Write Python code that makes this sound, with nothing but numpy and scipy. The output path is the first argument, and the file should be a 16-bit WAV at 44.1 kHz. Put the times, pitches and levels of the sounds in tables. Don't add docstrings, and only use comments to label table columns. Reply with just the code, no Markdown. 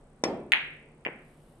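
import sys
import numpy as np
from scipy import signal
from scipy.fft import rfft, irfft
from scipy.io import wavfile
from scipy.ndimage import uniform_filter1d

SR = 44100
rng = np.random.default_rng(int(sys.argv[2]) if len(sys.argv) > 2 else 0)


def invert_db(level):
    return 10 ** (np.asarray(level, dtype=float) / 20)


def generate_wav(sig):
    pcm = np.round(np.clip(np.atleast_2d(sig).T, -1, 1) * 32767).astype(np.int16)
    wavfile.write(sys.argv[1], SR, pcm)


N = 70560
T = np.arange(N) / SR
F = np.arange(N + 1) * SR / (2 * N)
HALL_RISE_MS = 1.3


def set_rms(x, db):
    return x * invert_db(db) / np.sqrt(np.mean(x ** 2))


def set_peak(x, db):
    return x * invert_db(db) / abs(x).max()


def read(table, hz):
    table_hz, value = np.array(table).T
    return np.interp(np.log(hz + 1), np.log(table_hz), value)


def band(x, hz, width_hz):
    return signal.lfilter(*signal.iirpeak(hz, hz / width_hz, fs=SR), x)


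def hump(hz, width_hz):
    return 1 / (1 + ((F - hz) / width_hz) ** 2)


def butter(x, order, hz, kind):
    return signal.sosfilt(signal.butter(order, hz, kind, fs=SR, output="sos"), x)


def diffuse(gain):
    ports_m, spread_floor = 0.076, 0.0071
    alike = (1 - spread_floor) * np.sinc(2 * F * ports_m / 343)
    noise = rfft(rng.standard_normal((2, 2 * N)))
    mid, side = noise * gain * np.sqrt([1 + alike, 1 - alike])
    return irfft(np.array([mid + side, mid - side]))[:, :N]


def walk(rate):
    k = int(SR / rate)
    steps = np.repeat(rng.standard_normal(N // k + 1), k)
    return 1.1 * uniform_filter1d(uniform_filter1d(steps, k), k)[:N]


def arrive(x, start_s, paths):
    side = np.array([[1], [-1]])
    way = 0
    for ms, db, lag_ms, pan_db in paths:
        delay_s = start_s + (ms + side * lag_ms / 2) / 1000
        way = way + invert_db(db + side * pan_db / 2) * np.exp(-2j * np.pi * F * delay_s)
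    return irfft(rfft(x, 2 * N) * way)[:, :N]


def tail(x, start_s, rise_ms):
    # (frequency [Hz], t60 [s])
    hall_decay = [(150, .7), (400, 0.5), (1000, 0.4), (2300, 0.57), (4300, 0.37), (7000, 0.35),
                  (12000, 0.12)]
    hall = 0
    for hz in 100 * 2 ** np.arange(0, 7.5, .5):
        half_octave = np.clip(1 - 2 * abs(np.log2((F + 1) / hz)), 0, 1) ** .5
        hall = hall + diffuse(half_octave) * invert_db(-60 * T / read(hall_decay, hz))
    hall = hall * (1 - np.exp(-T * 1000 / rise_ms)) / 10
    delay = np.exp(-2j * np.pi * F * start_s)
    return irfft(rfft(hall, 2 * N) * rfft(x, 2 * N) * delay)[:, :N]


def push(contact_ms, power):
    force = np.sin(np.pi * np.clip(T * 1000 / contact_ms, 0, 1)) ** power
    return np.diff(force, prepend=0) / np.diff(force).max()


def ventilation():
    # (frequency [Hz], level [dB per Hz])
    air_spectrum = [(15, -39), (25, -0.5), (99, -13), (150, -5.5), (194, -12.5), (233, -5), (275, -13),
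                    (469, -11.5), (6500, -47.5), (8450, -74), (14300, -120)]
    air = set_rms(diffuse(invert_db(read(air_spectrum, F))), -57) * invert_db(0.4 * walk(22))
    hum = set_rms(diffuse(hump(148.3, 9)), -64.5)
    return air + hum


def electronics():
    # (frequency [Hz], level [dB per Hz])
    hiss_spectrum = [(2650, -32.5), (4500, -29), (7360, -18.5), (7640, -10), (9010, -19), (9350, -13.5),
                     (13800, -40.5)]
    # (frequency [Hz], left level [dB], left-right difference [dB])
    whine_tones = [(7930, -85, 8), (6650, -112, -20), (9911, -97, 8)]
    first_s, every_s, pip_ms, pip_hz = .0088, .03027, 6.1, 8835
    since = (T - first_s) % every_s * 1000 / pip_ms
    shape = np.clip(1.7 * np.sin(np.pi * np.minimum(since, 1)), 0, 1)
    pips = invert_db(-67) * shape * np.sin(2 * np.pi * pip_hz * T)
    whine = 0
    for hz, db, pan_db in whine_tones:
        ports_db = db + 1.5 * walk(34) - np.array([[0], [pan_db]])
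        whine = whine + invert_db(ports_db) * np.sin(2 * np.pi * hz * T)
    hiss = set_rms(diffuse(invert_db(read(hiss_spectrum, F))), -80)
    return hiss + pips * invert_db(np.array([[0], [-8]])) + whine


def thuds():
    thud_times = [
        .2371,
        1.0615,
    ]
    # (level [dB], contact [ms], tail [dB], tail rise [ms])
    blows = [
        (-12.5, 1.27, -7, 61),
        (-26, 1.15, -14, 2.6),
    ]
    # (delay [ms], level [dB], left lag [ms], left-right difference [dB])
    thud_echoes = [
        [(3.87, -19, -.1, 12), (16.85, -6.5, -0.16, -1), (25.74, -18.5, 0.027, 4), (45.1, -38, .01, 10),
         (67.1, -49, .02, -2), (82.05, -18.5, .01, -2)],
        [(9.07, -1, .02, 0.3), (25.55, -4.5, 0.2, -1)],
    ]
    out = 0
    for s, (db, ms, tail_db, rise_ms), echoes in zip(thud_times, blows, thud_echoes):
        swing = band(band(push(ms, 2.46), 369, 420), 369, 1200)
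        blow = -set_peak(swing, db)
        blow = blow + set_peak(band(blow, 110, 100), db - 8)
        direct = (0.077, 0.013, -0.023, .1)
        out = out + arrive(blow, s, [direct] + echoes)
        out = out + invert_db(tail_db) * tail(blow, s, rise_ms)
    return out


def cue():
    # (frequency [Hz], level [dB], t60 [s])
    cue_modes = [(2000, -10.5, 0.055), (2350, -5, .05), (3570, -7, .04), (5740, 10, 0.0066),
                 (5420, -4.5, 0.1), (7060, -12, 0.036), (8500, -11.5, 0.021)]
    # (frequency [Hz], level [dB per Hz])
    rattle_spectrum = [(410, -33), (700, -22), (1050, -20.5), (1710, -23.5), (2330, -21.5), (3020, -26.5),
                       (5600, -38.5), (11200, -45), (13500, -84)]
    start_s, rattle_ms = .2383, 8
    ring = 0
    for hz, db, t60 in cue_modes:
        ring = ring + invert_db(-21.5 + db - 60 * T / t60) * np.sin(2 * np.pi * hz * T)
    ring = ring * (1 - np.exp(-T / 0.00029))
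    rattle = set_rms(diffuse(invert_db(read(rattle_spectrum, F))), -26.5)
    rattle = rattle * np.exp(-T * 1000 / rattle_ms) * (1 - np.exp(-T / 0.00067))
    late = tail(invert_db(-20.5) * ring + rattle[0], start_s, HALL_RISE_MS)
    direct = arrive(ring, start_s, [(0.042, 0, -.1, 3)])
    return direct + np.roll(rattle, int(start_s * SR), axis=1) + invert_db(-17) * late


def rolling():
    from_s, fade_s = .245, 0.32
    rumble = set_rms(diffuse(hump(330, 220)), -45.5) * invert_db(2 * walk(7))
    return rumble * (T > from_s) * np.exp(-(T - from_s) / fade_s)


def clacks():
    clack_times = [
        .5199,
        1.0501,
    ]
    contacts = [
        .365,
        .48,
    ]
    # (level [dB], tail [dB], treble [dB], slate boom [dB])
    clack_levels = [
        (-4.5, -9.5, 11.5, -19),
        (-22.5, -8.5, 3.5, -19.5),
    ]
    echo_levels = [
        -7,
        -20,
    ]
    # (delay [ms], level [dB], left lag [ms], left-right difference [dB])
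    wall_echoes = [
        [(3.6, -7, -.1, 5.7), (10.1, -8, 0, -.8), (15.1, 4.5, .2, -.6), (18.4, -10, -.2, 7.5),
         (23.1, -5, .2, .2), (30, -9, .28, 9), (36, -12, -.16, -8), (52.4, -13, -.25, 1.9),
         (61.2, -15, -.1, 1.3)],
        [(2.3, -8, .11, 1.3), (5.1, -6, .27, -.8), (9.7, -3, -.27, -3.9), (12.4, -4, -.22, 4),
         (14.3, 5, .2, .8), (20.3, -5, -.14, 9), (30, -7, .05, 5)],
    ]
    # (delay [ms], level [dB], left lag [ms], left-right difference [dB])
    near_paths = [
        (0, -7.5, 0.013, -2.3),
        (.42, 3, 0.052, -1.5),
        (0.949, -12, 0.068, 6.6),
    ]
    # (delay [ms], level [dB], left lag [ms], left-right difference [dB])
    treble_paths = [(0, -11.5, -0.14, 12), (.5, -5.5, -0.05, -7), (1.6, -8, 0.04, 0.5),
                    (3.8, -9, -0.12, 1.5), (10.1, -14.5, 0, 1.5)]
    out = 0
    for s, ms, (db, tail_db, treble_db, boom_db), echo_db, echoes in zip(
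            clack_times, contacts, clack_levels, echo_levels, wall_echoes):
        jolt = push(ms, 1.834)
        body = set_peak(band(jolt, 2407, 3200), db)
        near = butter(band(body, 2400, 4000), 6, 1558, "high")
        treble = band(band(jolt, 10200, 4200), 10000, 4300)
        treble = invert_db(db + treble_db) * band(treble, 10800, 7880)
        dull = set_peak(butter(body, 3, (1800, 3000), "band"), echo_db)
        boom = set_peak(band(jolt, 920, 350), db + boom_db)
        out = out + arrive(near, s, near_paths) + arrive(treble, s, treble_paths) + arrive(dull, s, echoes)
        top_hz = 4200 / ms * contacts[0]
        late = butter(band(body, 2000, 1500) + invert_db(-13.5) * body, 2, top_hz, "low")
        late = late + invert_db(-17) * treble + boom
        out = out + invert_db(tail_db) * tail(late, s, HALL_RISE_MS)
    return out


def glove_slide():
    # (frequency [Hz], level [dB per Hz])
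    glove_spectrum = [(1760, -26.5), (3000, 2.5), (3280, -2), (6330, -15.5), (8660, -3), (12000, -7),
                      (13800, -26.5)]
    # (time [s], level [dB])
    slide_levels = [
        (1.1, -100),
        (1.25, -79.5),
        (1.42, -74),
        (1.6, -77.5),
    ]
    slide_db = np.interp(T, *np.array(slide_levels).T) + 1.5 * walk(15)
    slide = set_rms(diffuse(invert_db(read(glove_spectrum, F))), 0) * invert_db(slide_db)
    return slide + 0.5 * slide[::-1]


def frame_hum():
    centre_s, spread_ms = 1.175, 45
    hum = set_rms(diffuse(hump(228, 35)), -53)
    return hum * np.exp(-((T - centre_s) * 1000 / spread_ms) ** 2)


def scene():
    strokes = thuds() + cue() + rolling() + clacks()
    return ventilation() + electronics() + strokes + glove_slide() + frame_hum()


def roll_off(x):
    return signal.sosfilt(signal.butter(12, 14090, fs=SR, output="sos"), x)


def record(dry):
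    top_cut = signal.ellip(8, .2, 70, 13900, fs=SR, output="sos")
    mix = signal.sosfilt(top_cut, dry)
    return roll_off(mix)


dry = scene()
out = record(dry)
generate_wav(out)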